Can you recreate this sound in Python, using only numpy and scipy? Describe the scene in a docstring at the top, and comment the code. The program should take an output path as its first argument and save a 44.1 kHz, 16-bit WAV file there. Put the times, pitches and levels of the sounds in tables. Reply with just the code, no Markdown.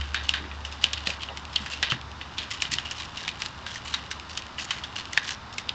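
"""In its cage, a gerbil gnaws a cardboard tube on the wire mesh floor, close to a small camera.
Each pull of the teeth is a crackle of random fibre breaks, each break a click coloured by card.
Whole plies give way in snaps and short rips that ring in the tube, made of sparse fading echoes.
Bumps are decaying sines and scuffs are shaped noise; a fading low hum and a faint hiss lie beneath."""
import sys
import numpy as np
from scipy import signal
from scipy.fft import rfft, irfft
from scipy.io import wavfile

SR = 44100
rng = np.random.default_rng(int(sys.argv[2]) if len(sys.argv) > 2 else 0)


def unload_wav(signal):
    """Save mono or channel-first audio to the path in sys.argv[1] as 16-bit WAV at rate SR, clipped to [-1, 1]."""
    wavfile.write(
        sys.argv[1],
        SR,
        np.round(np.clip(np.atleast_2d(signal).T, -1, 1) * 32767).astype(np.int16),
    )


N = 253134  # length in samples

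# Plies that break. Each row: time in seconds, level in dB over 10 ms, pitch of the loose flap in Hz,
# time the crack runs in seconds, bass tilt in dB, treble tilt in dB.
PLY_SNAPS = [(0.0098, -32, 3027, 0.003161, 2.5, -3), (0.1442, -22, 1630, 0.00424, -6.5, -6.5),
             (0.2922, -17.5, 2809, 0.000407, -8.5, 1), (0.3381, -23.5, 1568, 0.003677, -5.5, -6.5),
             (0.376, -36, 2170, 0.001857, 4.5, -9.5), (0.4393, -42, 2264, 0.002509, 4.5, -17.5),
             (0.514, -37.5, 2515, 0.00113, 5.5, -16.5), (0.65, -31.5, 2913, 0.002073, -0.5, 5.5),
             (0.841, -14, 3043, 0.000437, -8, -3), (0.9321, -26, 1600, 0.00415, -16.5, -0.5),
             (1.0715, -23, 4274, 0.002762, -2.5, 0.5), (1.1019, -28, 2476, 0.003646, -2.5, 2),
             (1.2336, -32.5, 3129, 0.000722, -7, 0), (1.2874, -34.5, 2902, 0.0013, 2, -13),
             (1.3732, -34.5, 2230, 0.00039, -13.5, 1.5), (1.56, -22.5, 4371, 0.00053, -4.5, -4),
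             (1.5625, -21, 3192, 0.000301, -15.5, -7), (1.661, -32.5, 1657, 0.00441, -2, -2),
             (1.7342, -32, 2757, 0.002698, -7, 1.5), (1.8271, -20, 1630, 0.005993, -8.5, -6),
             (1.901, -26.5, 3120, .002, -9.5, -2.5), (1.9106, -25.5, 3066, 0.004697, -6, -0.5),
             (1.9204, -22.5, 2864, 0.001303, 9.5, -3.5), (2.2125, -34.5, 2688, 0.002067, 1, -7.5),
             (2.3818, -26.5, 1540, 0.0076, -14.5, -5.5), (2.6209, -21.5, 2481, 0.003126, -3.5, 7),
             (2.651, -32.5, 3035, 0.002468, -3.5, -6), (2.7374, -25, 1806, 0.00355, -19, 4),
             (2.785, -24.5, 3013, 0.000778, 2, 0.5), (2.9113, -30, 2839, 0.003386, 6, 9),
             (3.1731, -33, 2764, 0.002265, -11, 2.5), (3.279, -26.5, 2430, 0.001881, -3.5, -0.5),
             (3.29, -30, 2420, 0.0012, -18, 0), (3.4203, -27.5, 2586, 0.000531, -1, 2.5),
             (3.461, -32, 4218, 0.00077, 1, 1), (3.6641, -32.5, 1556, 0.005072, -2.5, -1),
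             (3.7577, -34, 1880, 0.00198, 3, 7.5), (3.9401, -22, 3827, 0.00561, 1.5, 1),
             (4.1123, -29.5, 3700, 0.007056, 8, 9), (4.3741, -27.5, 3043, 0.002444, -4, 8),
             (4.5828, -32, 2882, 0.0054, 7, -7.5), (4.5957, -33, 2716, 0.006133, -0.5, 6),
             (4.7065, -23, 2937, 0.007114, 5, 2.5), (4.8371, -31.5, 3436, 0.01014, 0.5, 1),
             (5.1324, -32, 2026, 0.00135, -8.5, 7.5), (5.1754, -15.5, 1766, 0.0007413, 2.5, -1.5),
             (5.5819, -28.5, 2133, 0.00403, -12, 3.5), (5.6923, -24, 4872, 0.0002018, -19.5, -11)]
# Longer pulls that tear fibres off the edge. Each row: start in seconds, length in seconds,
# level in dB and treble tilt in dB, both before the trims in pulls().
FIBRE_PULLS = [(0.229, 0.0399, -43, 0.5), (0.714, 0.03088, -43.5, 3), (0.812, 0.06194, -42, 2),
               (0.97, 0.02392, -39.5, -5), (1.054, 0.0908, -39.5, 1.5), (1.193, 0.04562, -42, -4),
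               (1.527, 0.1255, -43.5, 0.5), (1.699, 0.0477, -38.5, 2.5), (2.409, 0.0332, -42, -0.5),
               (2.499, 0.06067, -36, 4), (2.601, 0.07734, -42.5, 0.5), (2.711, 0.0337, -33, 7.5),
               (2.848, 0.02504, -39.5, -4), (2.956, 0.09741, -40, 3.5), (3.157, 0.1247, -41.5, 1.5),
               (3.39, 0.08938, -42, 3.5), (3.667, 0.11365, -43, 5), (3.846, 0.0868, -41.5, 5.5),
               (4.29, 0.06844, -45.5, 8), (4.576, 0.07918, -40.5, 11), (4.682, 0.11402, -42.5, 1),
               (4.955, 0.05556, -36, 2.5), (5.228, 0.10743, -35, 3.5), (5.525, 0.01408, -46.5, 6.5)]
# Faint single ticks of the teeth. Each row: time in seconds, peak in dB, before the shift and trim in ticks().
TOOTH_TICKS = [(1.218, -21.5), (1.4504, -20.5), (2.0119, -22), (2.114, -26.5), (2.5472, -20),
               (2.867, -23.5), (3.02, -17.5), (4.1962, -20), (4.2945, -24), (4.42, -21.5), (4.465, -27),
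               (4.78, -26), (5.0527, -20.5), (5.279, -20)]
# How busy jaws and paws are between pulls. Each row: time in seconds, level in dB before the trim in fidget().
FIDGET_LEVEL = [(0.0, -44.5), (0.65, -49.5), (1.01, -41), (1.39, -51.5), (1.79, -40.5), (2.0, -61),
                (2.25, -49), (2.61, -42.5), (3.74, -49), (3.88, -44), (4.49, -50), (5.15, -44),
                (5.37, -55.5), (5.74, -51)]
# The colour of breaking card. Each row: frequency in Hz, relative level in dB.
CARD_COLOUR = [(100, -21), (400, -17), (700, -11.5), (1000, -5), (1400, -2.5), (1800, 2), (2300, -0.5),
               (3000, 4.5), (4000, -0.5), (5000, -3.5), (6000, -7.5), (7300, -10), (8300, -26.5),
               (10000, -52.5)]
# Resonances of the tube. Each row: frequency in Hz, width in Hz, boost in dB.
TUBE_RESONANCES = [(1139.9, 100, 3), (1630, 190, 6), (1943.6, 160, 7.5), (2430, 90, 6.5), (3120, 160, 0),
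                   (3488.7, 190, 1), (3726.1, 150, 11), (4370, 250, 1.5)]
# How long the tube and cage echo. Each row: frequency in Hz, time to fade by 60 dB in seconds.
TUBE_DECAY = [(300, 0.84), (2000, 0.2863), (3600, 0.23365), (5000, 0.27), (8000, 0.11)]
# The tube bumps the floor. Each row: time in seconds, level in dB, pitch in Hz, time to fade by 60 dB in seconds.
FLOOR_BUMPS = [(1.072, -34.5, 187, 0.1514), (1.605, -36, 212, 0.1517), (1.921, -28.5, 129, 0.2466),
               (2.041, -36.5, 105, 0.17), (2.689, -39.5, 135, 0.434)]
# The tube or a paw scuffs the floor. Each row: start in seconds, length in seconds, level in dB, centre in Hz.
FLOOR_SCUFFS = [(0.327, 0.2088, -49, 272), (1.039, 0.10784, -46, 644), (1.264, 0.09666, -46.5, 742),
                (1.913, 0.02426, -42.5, 485.5), (1.918, 0.0765, -48, 198.6), (2.68, 0.10853, -52, 227.7)]
# The colour of the hiss. Each row: frequency in Hz, relative level in dB per Hz.
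HISS_COLOUR = [(25, -15), (55, -14.5), (100, 0), (170, -6), (220, -5.5), (450, -14), (680, -11),
               (850, -6.5), (1050, -5.5), (1350, -7.5), (2200, -16), (3300, -21.5), (3550, -14.5),
               (4300, -21.5), (5000, -20.5), (7400, -33.5), (8600, -52.5), (11000, -87)]

EDGE_HZ = 8900  # top of the band that is heard
TAPS = 2048  # length of a click in samples
HZ = np.fft.rfftfreq(TAPS, 1 / SR)
FLAP_DB = 12  # how strongly a loose flap rings in a snap
# a clean break hardly stirs the tube; a slow rip does, the more the larger and duller the flap
CLEAN_RING_DB, RIP_RING_DB, RING_DB_PER_OCTAVE, RING_PER_TREBLE_DB = -16, -6, -1.5, -0.6214
FLAP_HZ = 3000  # flap pitch the octaves are counted from
# the teeth tug at a ply just before it breaks and a little after; harder, brighter breaks tear more fibres
TUG_LEAD_S, TUG_S, TUG_DB = .009, .036, -35.5
TUG_PER_SNAP_DB, TUG_PER_TREBLE_DB, TUG_TREBLE_DB = 0.4316, 0.4595, 1
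# the hum starts strong, soon settles, then fades slowly
HUM_HZ, HUM_DB, HUM_SWELL_DB, HUM_SETTLE_S, HUM_FADE_DB_PER_S = 71.645, -45, 11.5, 0.53, 1.9174
HISS_DB = -43


def amp(db):
    """Decibels to gain."""
    return 10 ** (np.asarray(db) / 20)


def unit(x):
    """Scales to an rms of one."""
    return x / np.sqrt(np.mean(x ** 2) + 1e-20)


def read(points, hz):
    """A spectrum joined by straight lines on a log-frequency axis."""
    f, value = np.transpose(points)
    return np.interp(np.log(hz + 1), np.log(f + 1), value)


def follow(rows):
    """The columns of a time curve, sample by sample."""
    s, *columns = np.transpose(rows)
    return [np.interp(np.arange(N) / SR, s, c) for c in columns]


def add(mix, s, sound):
    """Mixes a sound in at a time in seconds."""
    part = mix[max(round(s * SR), 0):][:len(sound)]
    part += sound[:len(part)]


def hump(hz, centre_hz, width_hz):
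    """A resonance curve of height one."""
    return 1 / (1 + (2 * (hz - centre_hz) / width_hz) ** 2)


def causal(db):
    """The sharpest click that has this spectrum (minimum phase)."""
    log_gain = np.log(amp(np.r_[db, db[-2:0:-1]]))
    return np.fft.ifft(np.exp(np.conj(signal.hilbert(log_gain)))).real


def noise(gain):
    """Steady noise whose spectrum is gain(Hz), at an rms of one."""
    spectrum = rfft(rng.standard_normal(N))
    return unit(irfft(spectrum * gain(np.fft.rfftfreq(N, 1 / SR)), N))


def fibres(size, per_s, spread_db):
    """Fibres break at random moments, most of them weakly."""
    strength = amp(spread_db * np.minimum(rng.exponential(1, size), 4))
    return strength * rng.choice([-1, 1], size) * (rng.random(size) < per_s / SR)


def card(flap_hz, flap_db, bass_db, treble_db, width_hz=480, travel_s=0.001043):
    """The click of one break: the card's colour, tilted, with the ring of the flap that springs free."""
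    bass = np.interp(HZ, [500, 1100, 1700, 2700], [0, 1, 1, 0])
    treble = np.interp(HZ, [3700, 5500], [0, 1])
    flap = flap_db * hump(HZ, flap_hz, width_hz)
    click = causal(read(CARD_COLOUR, HZ) + bass_db * bass + treble_db * treble + flap)
    # bending waves in card carry the treble faster than the bass
    lag_turns = travel_s * (2 * np.sqrt(HZ * EDGE_HZ) - HZ) * .5
    return irfft(rfft(click) * np.exp(-2j * np.pi * lag_turns))


def snaps(clean_s=0.0015334, echo_db=-9, echo_s=0.003669, strain_db=-13, strain_s=0.0041,
          colour_share=0.9):
    """Fibres creak under the strain, the ply breaks cleanly or in a dying run, and the tube rings."""
    out = np.zeros(N)
    lead = TAPS // 4  # room for the creak ahead of the break
    t = (np.arange(TAPS) - lead) / SR
    after = np.maximum(t, 0)
    for s, db, flap_hz, run_s, bass_db, treble_db in PLY_SNAPS:
        strain = unit(fibres(TAPS, 3700, 1.2) * np.exp(-abs(t) / strain_s) * (t < 0))
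        run = unit(fibres(TAPS, 9000, 0.44) * np.exp(-after / max(run_s, 1e-4)) * (t > 0))
        # a quick crack is mostly one clean break of strained card; a slow one is mostly small breaks
        clean = np.exp(-abs(run_s) / clean_s)
        clean_break = amp(strain_db) * strain + unit(1. * (t == 0))
        breaks = np.sqrt(clean) * clean_break + np.sqrt(1 - clean) * run
        # the near walls of the tube scatter each snap within a few milliseconds
        swell = np.exp(-after / echo_s) - np.exp(-2 * after / echo_s)
        scatter = unit(rng.standard_normal(TAPS) * swell)
        colour = np.array([FLAP_DB, bass_db, treble_db])
        snap = signal.fftconvolve(breaks + amp(echo_db) * scatter, card(flap_hz, *colour))
        # the ring takes a milder colour, with less of the flap
        ring = tube(card(flap_hz, *(colour_share * colour * [.5, 1, 1])))
        octaves = np.log2(flap_hz / FLAP_HZ)
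        rip_db = RIP_RING_DB + RING_DB_PER_OCTAVE * octaves + RING_PER_TREBLE_DB * treble_db
        ring_db = clean * CLEAN_RING_DB + (1 - clean) * rip_db
        size = amp(db) * np.sqrt(SR / 100)  # the energy of 10 ms at this level
        add(out, s - lead / SR, size * snap / np.linalg.norm(snap))
        add(out, s, size * amp(ring_db) * ring / np.linalg.norm(ring))
    return out


def tugs():
    """The short pull that goes with every snap, in rows like those of FIBRE_PULLS."""
    rows = []
    for s, snap_db, *_, treble_db in PLY_SNAPS:
        db = TUG_DB + TUG_PER_SNAP_DB * snap_db + TUG_PER_TREBLE_DB * treble_db
        rows.append((s - TUG_LEAD_S, TUG_S, db, TUG_TREBLE_DB + .5 * treble_db))
    return rows


def pulls(level_db=-1, per_s=150, spread_db=2.0, bass_db=-4, treble_lift_db=-1.5, flap_db=13,
          flap_width_hz=400, clump_db=4, jerk_db=3, grip_s=0.0023, release_s=0.0088, count=7):
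    """Each pull grips, tears fibres off flaps of many sizes in small jerks, and lets go."""
    out = np.zeros(N)
    for s, length, db, treble_db in FIBRE_PULLS + tugs():
        t = np.arange(round((length + .05) * SR)) / SR
        knots = np.arange(0, length + .06, .008)  # the force wanders every 8 ms
        grip = (1 - np.exp(-t / grip_s)) / (1 + np.exp((t - length) / release_s))
        jerks = grip * amp(jerk_db * np.interp(t, knots, rng.standard_normal(len(knots))))
        tear = 0
        for hz in np.geomspace(1000, 6500, num=count) * rng.uniform(0.80955, 1.2015, size=count):
            # each flap gives way in its own clumps; small flaps ring higher and shorter
            clumps = amp(clump_db * np.interp(t, knots, rng.standard_normal(len(knots))))
            width_hz = flap_width_hz * np.sqrt(hz / 3000)
            flap = card(hz, flap_db, bass_db, treble_db + treble_lift_db, width_hz)
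            breaks = fibres(len(t), per_s, spread_db) * clumps * jerks
            tear = tear + signal.fftconvolve(breaks, flap)
        level = amp(db + level_db) * np.sqrt(len(t))
        add(out, s, tear * level / (np.linalg.norm(tear) + 1e-9))
    return out


def ticks(level_db=-4, slip_db=-6, slip_s=0.0026):
    """The teeth nip a few fibres at a time: one break and a short dying run of others."""
    out, t = np.zeros(N), np.arange(TAPS) / SR
    for s, db in TOOTH_TICKS:
        slip = unit(fibres(TAPS, 6900, 2) * np.exp(-t / slip_s))
        breaks = unit(1. * (t == 0)) + amp(slip_db) * slip
        nip = signal.fftconvolve(breaks, card(2400, 8.7, -16.0, -1))
        add(out, s + .002, amp(db + level_db) * nip / abs(nip).max())
    return out


def fidget(level_db=-3):
    """Faint random ticks of teeth and claws on the card go on throughout, now busier, now calmer."""
    touches = fibres(N, per_s=700, spread_db=3.5)
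    scratch = signal.fftconvolve(touches, card(2838, 5, -5.0, -1.5))[:N]
    return unit(scratch) * amp(follow(FIDGET_LEVEL)[0] + level_db)


def tube(x, rise_s=0.00061, echoes_per_s=1300):
    """Sparse echoes in the tube and the cage ring on after a break, each band fading at its own pace."""
    echoes = fibres(SR // 4, echoes_per_s, 2)
    hz, t, bands = signal.stft(echoes, SR, nperseg=256)
    fade = np.exp(-np.log(1000) * t / read(TUBE_DECAY, hz)[:, None])
    tail = signal.istft(bands * fade, SR)[1]
    tail *= 1 - np.exp(-np.arange(len(tail)) / SR / rise_s)
    resonances = sum(db * hump(HZ, f, width) for f, width, db in TUBE_RESONANCES)
    colour = causal(resonances - 8.5)
    return signal.fftconvolve(x, signal.fftconvolve(tail / np.linalg.norm(tail), colour))


def handling(scuff_width=0.785, overtone=1.2, overtone_db=-5):
    """Dull bumps (two fading sines) and scuffs (band noise) on the springy mesh floor."""
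    out, t = np.zeros(N), np.arange(SR // 2) / SR
    for s, db, hz, t60 in FLOOR_BUMPS:
        turn, fade = 2 * np.pi * hz * t, np.exp(-np.log(1000) * t / t60)
        # the overtone dies twice as fast
        thump = np.sin(turn) + amp(overtone_db) * fade * np.sin(overtone * turn)
        add(out, s, amp(db) * fade * thump)
    for s, length, db, hz in FLOOR_SCUFFS:
        size = round(length * SR)
        rub = noise(lambda f: hump(f, hz, scuff_width * hz))[:size]
        add(out, s, amp(db) * unit(rub * np.hanning(size)))
    return out


def hum(rumble_db=-54.5):
    """A low, slightly unsteady tone dies down into a steady narrow band of rumble."""
    t = np.arange(N) / SR
    db = HUM_DB + HUM_SWELL_DB * np.exp(-t / HUM_SETTLE_S) - HUM_FADE_DB_PER_S * t
    sway = 1 + .27 * noise(lambda f: hump(f, 0, 14))
    tone = np.sqrt(2) * amp(db) * sway * np.sin(2 * np.pi * HUM_HZ * t)
    return tone + amp(rumble_db) * noise(lambda f: hump(f, 72.8, 49))


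def hiss():
    """A faint, steady bed of coloured noise."""
    return amp(HISS_DB) * noise(lambda f: amp(read(HISS_COLOUR, f)))


def scene():
    """Snaps and crackle, their ring in the tube, handling, hum and hiss, in one channel."""
    crackle = pulls() + fidget() + ticks()
    bed = hiss()
    crackle_ring = amp(-9.5) * tube(crackle)[:N]
    return (snaps() + crackle + crackle_ring + handling() + hum() + bed)[None]


def record(dry, ceiling=1.0):
    """The camera rounds off the hardest snaps and cuts the treble above its band."""
    rounded = dry / (1 + (dry / ceiling) ** 4) ** .25
    low_pass = signal.firwin(255, EDGE_HZ, window=("kaiser", 8), fs=SR)
    return signal.oaconvolve(rounded, low_pass[None], "same", axes=1)


dry = scene()
out = record(dry)
unload_wav(out)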